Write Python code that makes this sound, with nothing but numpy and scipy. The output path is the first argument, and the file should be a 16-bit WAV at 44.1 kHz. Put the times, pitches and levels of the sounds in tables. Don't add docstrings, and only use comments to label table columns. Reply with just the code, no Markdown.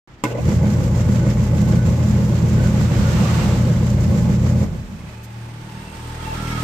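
import sys
import numpy as np
from scipy import signal
from scipy.fft import rfft, irfft, next_fast_len
from scipy.io import wavfile

SR = 44100
rng = np.random.default_rng(int(sys.argv[2]) if len(sys.argv) > 2 else 0)


def how_loud(loudness_db):
    steps = np.asarray(loudness_db, float) / 20
    return 10 ** steps


def master_out(mix):
    frames = np.transpose(np.atleast_2d(mix))
    ceiling = np.clip(frames, -1, 1)
    pcm = np.round(ceiling * 32767).astype(np.int16)
    wavfile.write(sys.argv[1], SR, pcm)


N = 292383

# frequency in Hz, level in dB per Hz.
FLOOR_COLOUR = [(18, -17), (30, 1), (130, -0.5), (360, -8), (450, -12.5), (1000, -15), (1800, -17),
                (4000, -27.5), (7600, -35), (14000, -40)]
# frequency in Hz, left-right likeness from -1 to 1.
LIKENESS = [(60, 0.96), (130, 0.93), (290, 0.81), (640, 0.91), (1390, 0), (3060, 0.096), (6720, 0)]
# time in seconds, speed as a share of full.
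DRIVE_SPEED = [
    (.238, 0.01),
    (.36, 0.57),
    (.46, 0.99),
    (4.63, 0.99),
    (4.7, 0.8),
    (4.8, 0.72),
    (4.94, 0.46),
    (5.08, .45),
    (5.16, 0.09),
]
# time in seconds, level in dB.
HUM_LEVEL = [
    (.234, -90),
    (.24, -29),
    (.38, -28),
    (.46, -20),
    (4.62, -20),
    (4.66, -57),
    (4.7, -88),
]
# multiple of the turn rate, level in dB.
SHAFT_ORDERS = [(2, -31.5), (3, -24), (4, -36), (5, -39.5), (6, -33.5), (7, -32), (10, -42), (12, -42.5)]
BELT_ORDERS = [(9, -33.5), (11, -67), (12, -35), (14, -52), (16, -55), (17, -31), (21, -34), (22, -33),
               (23, -29.5), (24, -53), (27, -43.5), (30, -40), (32, -37)]
PULLEY_ORDERS = [(12, -34), (14, -36.5), (22, -30.5), (28, -41)]
# frequency at full speed in Hz, level in dB.
MIXED_TONES = [(102.9, -37), (163.8, -35.5), (172.6, -26), (205.6, -28), (207.7, -33.5), (212.1, -30)]
# frequency in Hz, level in dB per Hz.
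BOOM_COLOUR = [(30, -31), (45, 5.5), (70, 0), (100, 6.5), (130, -4), (160, 10), (210, 7), (250, 2),
               (300, -36.5)]
# frequency in Hz, width in Hz, level in dB.
PANELS = [(250, 85, -3), (341.6, 75, 2.5), (486.4, 66, 2.5), (570, 75, 0), (849, 57, -6),
          (1087, 136, -12.5), (1500, 42, -14.5), (2020, 230, -18.5)]
# frequency in Hz, level in dB per Hz.
RUB_COLOUR = [(350, -15), (600, 0), (700, -15.5), (1260, -12), (2020, -15), (3850, -21.5), (5500, -20),
              (7400, -17.5), (8400, -28), (9500, -20.5), (14000, -26.5)]
# time in seconds, peak in dB, brightness in dB per octave.
CLACKS = [(0.238, -10.5, 3.5), (0.252, -17, 1.5), (0.366, -33, -1), (0.388, -28, -1), (0.485, -28, -11),
          (1.266, -19.5, -2), (1.371, -19, -7), (5.006, -35, 0), (1.231, -24, -7), (1.725, -18.5, -6)]
# frequency in Hz, level in dB, 60 dB decay in seconds.
CHASSIS_MODES = [(233, -2, 0.073), (320, 3.5, 0.053), (436, 3.5, 0.03), (590, -21, 0.05),
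                 (840, -10.5, 0.071), (1003, -2, 0.063), (1126, -13, 0.059), (1485, -17, 0.17),
                 (2143, -4, 0.061), (2600, -13, 0.03), (7100, -12, 0.0087)]
# frequency in Hz, level in dB per Hz.
CRACK_COLOUR = [(200, -6), (500, 2), (1200, -6), (2300, -2), (4000, -9.5), (7300, -10), (14000, -10)]
# time in seconds, level in dB, spread in seconds.
BRUSH = (5.245, -33, .01)
# time in seconds, frequency in Hz, width in Hz, level in dB, spread in seconds.
BRACKET_RINGS = [(.285, 1500, 25, -43, 0.023), (.392, 613, 150, -28, 0.01), (.316, 2700, 700, -43, 0.014),
                 (.395, 2600, 200, -42, 0.0041), (.72, 1500, 30, -48, .06), (1.22, 1500, 50, -41.5, 0.023),
                 (1.66, 1500, 29.91, -56, 0.034), (1.8, 1500, 50, -44, 0.086),
                 (2.6, 1500, 50, -42.5, 0.057), (2.85, 1500, 29.6, -49, 0.13), (4.2, 806, 39, -44, 0.16),
                 (4.55, 859, 40.5, -44, 0.066), (4.2, 1740, 40, -60, .1)]
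# frequency in Hz, level in dB per Hz.
CAR_COLOUR = [(290, -8), (500, -6), (850, -8.5), (1160, -7.5), (1830, -13.5), (2760, -15.5), (3670, -18),
              (7360, -22), (14000, -25.5)]
# time in seconds, frequency in Hz, width in Hz, level in dB,
# spread in seconds.
TREAD_TONES = [(3.07, 1450, 80, -43, .05), (3.15, 1820, 60, -45, .03), (3.2, 2800, 120, -46, .06),
               (3.22, 880, 60, -40, .03), (3.27, 1150, 60, -37, .05), (3.38, 1100, 80, -41, .03),
               (3.42, 2750, 90, -43, .025)]
# time in seconds, firings per second.
FIRING_RATE = [(4.6, 37.2), (5.12, 37.8), (5.6, 38.8), (6.0, 39.45), (6.4, 39.95), (6.63, 40.0)]
# time in seconds, nearness in dB, wall echo lag in ms, lowest casing ring in Hz.
BIKE_APPROACH = [(4.6, -51, 14.5, 860), (5.12, -51, 11.3, 866), (5.45, -48.5, 8.2, 872),
                 (5.7, -47, 6.1, 890), (5.9, -45, 4.6, 898), (6.0, -43.5, 2.97, 892), (6.22, -40, 2, 882),
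                 (6.42, -36.5, 1.87, 873.4), (6.63, -35.5, 1, 925)]
# firing order, level when near in dB, share of the approach.
EXHAUST_ORDERS = [(1, -33, 1.5), (2, -33.5, 0.73), (3, -28.5, 0.65), (4, -32, 1.13), (5, -33, 0.94),
                  (6, -44, 1.5), (7, -35, 2.05), (8, -44.5, 0.76), (9, -46, 0.87), (10, -47, 0.66),
                  (11, -56, .9), (12, -48.5, 0.72), (13, -67, .9), (14, -52, 0.82)]
# frequency in Hz, level in dB per Hz.
BIKE_COLOUR = [(120, -26), (200, -2.5), (300, -13.5), (360, -14), (750, -15.5), (1460, -14.5),
               (3000, -19.5), (7500, -28.5), (8700, -22), (14000, -29.5)]
# time in seconds, frequency in Hz, width in Hz, level in dB, spread in seconds.
BIKE_RINGS = [(5.13, 2550, 200, -55.5, .25), (5.86, 2690, 70, -54, .11), (6.3, 2710, 60, -45, .04),
              (6.31, 880, 37, -32, 0.045), (6.38, 1270, 36, -42.5, 0.15), (6.6, 1270, 25, -36, .05),
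              (6.44, 1362, 32, -40.5, .1), (6.37, 1660, 70, -47, .05), (6.52, 1660, 45, -45, 0.041),
              (6.52, 2190, 35, -39.5, 0.045), (6.3, 3250, 88, -51, 0.23), (6.555, 3240, 90, -48, .035),
              (6.5, 5490, 60, -51, 0.1), (6.1, 8550, 450, -53.5, .3)]
# frequency in Hz, gain in dB.
PORT_LEFT = [(60, 0.5), (120, 0.5), (200, -1.6), (700, 1), (1500, -1), (4000, -1.5), (7000, -3.5),
             (8800, 0), (9500, -10.5), (10500, -14.5), (12000, -4), (14200, -3.5)]
PORT_RIGHT = [(60, 0), (120, 0), (200, 0.3), (700, 0), (1500, 3), (4000, 2.5), (7400, 4), (8200, -1),
              (9000, -16.5), (10500, -8), (12000, -7.5), (14200, -7)]

MAINS_HUM_HZ, SHAFT_HZ, BELT_HZ, PULLEY_HZ = 120.3, 28.43, 6.58, 7.277
SWITCH_S, CUT_S, LET_GO_S = .237, 4.64, 0.082
GRIP_S = 0.328


def in_time(rows):
    s, *columns = np.transpose(rows)
    return [np.interp(np.arange(N) / SR, s, c) for c in columns]


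def at_hz(points, hz):
    point_hz, value = np.transpose(points)
    return np.interp(np.log(hz + 1), np.log(point_hz), value)


def rms_one(x):
    return x / np.sqrt(np.mean(x ** 2) + 1e-20)


def ramp(start_s, length_s):
    return np.clip((np.arange(N) / SR - start_s) / length_s, 0, 1)


def dying(db, start_s, t60_s):
    since_s = np.clip(np.arange(N) / SR - start_s, 0, None)
    return ramp(start_s, .003) * how_loud(db - 60 * since_s / t60_s)


def drift(rate_hz):
    r = np.exp(-80 * np.pi * rate_hz / SR)
    slow = signal.lfilter([1], [1, -2 * r, r * r], rng.standard_normal(N // 40 + 2002))[2000:]
    return np.interp(np.arange(N) / 40, np.arange(len(slow)), rms_one(slow))


def resonate(x, hz, width_hz):
    r = np.exp(-np.pi * width_hz / SR)
    poles = [1, -2 * r * np.cos(2 * np.pi * hz / SR), r * r]
    return signal.lfilter([(1 - r * r) / 2, 0, (r * r - 1) / 2], poles, x)


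def stereo_noise(spectrum, patchy_db):
    size = next_fast_len(N, True)
    hz = np.arange(size // 2 + 1) * SR / size
    alike = np.clip(at_hz(LIKENESS, hz), -1, 1)
    mid, side = rfft(rng.standard_normal((2, size))) * how_loud(at_hz(spectrum, hz))
    pair = np.sqrt(1 + alike) * mid + np.sqrt(1 - alike) * side * [[1], [-1]]
    out, together = 0, drift(6.8)
    for centre_hz in 40 * 4.0 ** np.arange(5):
        bands_away = np.log(np.clip(hz, 40, 10240) / centre_hz) / np.log(4)
        share = np.cos(np.clip(bands_away, -1, 1) * np.pi / 2) ** 2
        flicker = how_loud(patchy_db * (0.52 * together + drift(23.6)))
        out = out + irfft(pair * share, size)[:, :N] * flicker
    return rms_one(out)


def tones(cycles, rows, wobble_db):
    out = 0
    for order, db in rows:
        level = np.sqrt(2) * how_loud(db + wobble_db * drift(2.64))
        out = out + level * np.sin(2 * np.pi * (order * cycles + rng.random()))
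    return out


def sung(rows, drive):
    t, out = np.arange(N) / SR, np.zeros((2, N))
    for s, hz, width_hz, db, spread_s in rows:
        a = max(int((s - 4 * spread_s) * SR), 0)
        b = min(int((s + 4 * spread_s) * SR), N)
        tone = rms_one(resonate(resonate(drive[:, a:b], hz, width_hz), hz, width_hz))
        out[:, a:b] += how_loud(db) * np.exp(-((t[a:b] - s) / spread_s) ** 2 / 2) * tone
    return out


def running():
    return np.interp(np.arange(N) / SR, [.236, .24, 5.08, 5.16], [0, 1, 1, 0])


def street_floor():
    return how_loud(-44.5) * stereo_noise(FLOOR_COLOUR, patchy_db=1.6)


def motor():
    (speed,), (hum_db,) = in_time(DRIVE_SPEED), in_time(HUM_LEVEL)
    t, turned_s = np.arange(N) / SR, np.cumsum(speed) / SR
    hum = how_loud(hum_db) * tones(MAINS_HUM_HZ * t, [(1, 0), (3, -27)], wobble_db=1.25)
    orders = tones(SHAFT_HZ * turned_s, SHAFT_ORDERS, wobble_db=0.5)
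    orders += tones(turned_s, MIXED_TONES, wobble_db=0.0)
    orders += tones(BELT_HZ * turned_s, BELT_ORDERS, wobble_db=-1.5)
    orders += tones(PULLEY_HZ * turned_s, PULLEY_ORDERS, wobble_db=-1.5)
    return running() * (hum + speed ** 5 * orders)


def cabinet():
    (speed,), t = in_time(DRIVE_SPEED), np.arange(N) / SR
    turned_s = np.cumsum(speed) / SR
    lumps_db, cut = 2 * drift(11.2), ramp(CUT_S, LET_GO_S)
    jolt = dying(-20.5, SWITCH_S, t60_s=0.16)
    boom_level = how_loud(-23 + lumps_db) * speed ** 1.95 + 0.43 * jolt
    boom = boom_level * stereo_noise(BOOM_COLOUR, patchy_db=0.45)
    shaft_knock_db = 2.0 * np.cos(4 * np.pi * SHAFT_HZ * turned_s)
    belt_knock_db = 1.9 * np.cos(2 * np.pi * BELT_HZ * (t - 2.47))
    shaking = how_loud(shaft_knock_db + belt_knock_db) * stereo_noise([(200, 0), (3000, 0)], patchy_db=1.3)
    rattle = 0
    for k, (hz, width_hz, db) in enumerate(PANELS):
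        rattle = rattle + (-1) ** k * how_loud(db) * resonate(shaking, hz, width_hz)
    coasting = (speed / 0.84) ** (5.5 * cut)
    rattle_level = how_loud(-30.5 + 0.28 * lumps_db - 6.5 * cut) * coasting + jolt
    return running() * (boom + rattle_level * rms_one(rattle))


def belt():
    (speed,), t = in_time(DRIVE_SPEED), np.arange(N) / SR
    cut = ramp(CUT_S, LET_GO_S)
    pull = how_loud(-36.5 - .5 * t - 15 * cut) * speed ** (2.7 * (1 - cut))
    pull = pull * (1 - ramp(5.15, 0.14))
    slip = how_loud(-41) * (1 - ramp(GRIP_S, 0.011))
    throb_db = 2.74 * np.cos(2 * np.pi * BELT_HZ * (t - 2.512))
    throb_db += 1.2 * np.cos(2 * np.pi * PULLEY_HZ * (t - 2.539))
    flutter_db = 1.04 * np.cos(6 * np.pi * SHAFT_HZ * t) + 1.6 * np.cos(2 * np.pi * SHAFT_HZ * t)
    level = ramp(SWITCH_S, .012) * (pull + slip) * how_loud(throb_db + flutter_db)
    return level * stereo_noise(RUB_COLOUR, patchy_db=1.55)


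def clacks():
    t, out = np.arange(N) / SR, np.zeros((2, N))
    contacts = rng.choice([-1, 1], (2, N)) * [[1], [.5]]
    for hz, mode_db, t60_s in CHASSIS_MODES:
        push = 0
        for s, db, bright_db in CLACKS:
            hit_db = db + mode_db - 23.5 + bright_db * np.log2(hz / 500)
            push = push + (t >= s) * how_loud(hit_db - 60 * np.clip(t - s, 0, 1) / 0.01)
        r, w = how_loud(-60 / (t60_s * SR)), 2 * np.pi * hz / SR
        poles = [1, -2 * r * np.cos(w), r * r]
        mid, side = signal.lfilter([0, np.sin(w)], poles, push * contacts + 1e-18)
        out += mid + side * min(hz / 1500, 1) * [[1], [-1]]
    crack = dying(-18, SWITCH_S, t60_s=0.036)
    grind = dying(-33, SWITCH_S, t60_s=0.41) * (1 - ramp(GRIP_S, .008))
    s, db, spread_s = BRUSH
    brush = how_loud(db) * np.exp(-((t - s) / spread_s) ** 2 / 2)
    bare = stereo_noise(CRACK_COLOUR, patchy_db=0)
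    brighter = np.diff(bare, prepend=0) / 2
    return out + (crack + grind) * bare + brush * brighter


def brackets():
    return sung(BRACKET_RINGS, rng.standard_normal((2, N)))


def car():
    gone_s = np.arange(N) / SR - 3.335
    pace_s = np.where(gone_s < 0, 0.35, .2)
    spreading_db = 12.5 * np.log10(1 + (gone_s / pace_s) ** 2)
    doorway_db = 2.5 * (gone_s / 1.6) ** 8
    level_db = np.maximum(-28.5 - spreading_db - doorway_db, -120)
    roar = how_loud(level_db) * stereo_noise(CAR_COLOUR, patchy_db=0.8)
    return roar + sung(TREAD_TONES, rng.standard_normal((2, N)))


def motorbike():
    (rate_hz,), (near_db, lag_ms, ring_hz) = in_time(FIRING_RATE), in_time(BIKE_APPROACH)
    t, full_db = np.arange(N) / SR, -37
    cycles = np.cumsum(rate_hz) / SR + .3
    heard = np.interp(t, [4.2, 5.1], [0, 1])
    smear = np.interp(t, [5.95, 6.35], [1, .4])
    echo = np.interp(t, [6.1, 6.4], [.92, .4])
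    late_cycles = rate_hz * lag_ms / 1000
    pulses = 0
    for k, db, share in EXHAUST_ORDERS:
        angle = 2 * np.pi * (k * cycles + smear * rng.uniform(-0.59, 0.46))
        level = how_loud(db + share * (near_db - full_db) + 1.7 * drift(2.5))
        wall = echo * min(k / 3, 1) / max(k / 3, 1) ** 0.93
        pulses = pulses + level * (np.cos(angle) + wall * np.cos(angle - 2 * np.pi * k * late_cycles))
    gate = how_loud(0.61 * np.cos(2 * np.pi * cycles))
    firings = rms_one(np.diff(np.floor(cycles), prepend=0) * how_loud(3.1 * drift(4.8)))
    struck = 0.8 * np.array([firings, np.roll(firings, 30)]) + gate * rng.standard_normal((2, N))
    lowpass = signal.butter(2, 38, fs=SR, output="sos")
    slow = signal.sosfilt(lowpass, rng.standard_normal((2, 2, N)))
    ring_angle = 2 * np.pi * np.cumsum(ring_hz) / SR
    low_ring = rms_one(slow[0] * np.cos(ring_angle) + slow[1] * np.sin(ring_angle)) * gate
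    low_ring_db = full_db + 0.66 * (near_db - full_db) - 4
    hiss = how_loud(near_db + 4.5) * gate * stereo_noise(BIKE_COLOUR, patchy_db=1.06)
    return heard * (pulses + hiss + how_loud(low_ring_db) * low_ring + sung(BIKE_RINGS, struck))


def scene():
    machine = motor() + cabinet() + belt() + clacks() + brackets()
    return street_floor() + machine + car() + motorbike()


def top_cut(x):
    return signal.sosfilt(signal.butter(12, 15360, fs=SR, output="sos"), x)


def record(dry):
    start_s, top_hz = .0745, 14370
    size = next_fast_len(N, True)
    hz = np.arange(size // 2 + 1) * SR / size
    ports = how_loud(np.array([at_hz(PORT_LEFT, hz), at_hz(PORT_RIGHT, hz)])) * (hz < top_hz)
    coloured = irfft(rfft(dry, size) * ports, size)[:, :N]
    mix = coloured * (np.arange(N) > start_s * SR)
    return top_cut(mix)


dry = scene()
out = record(dry)
master_out(out)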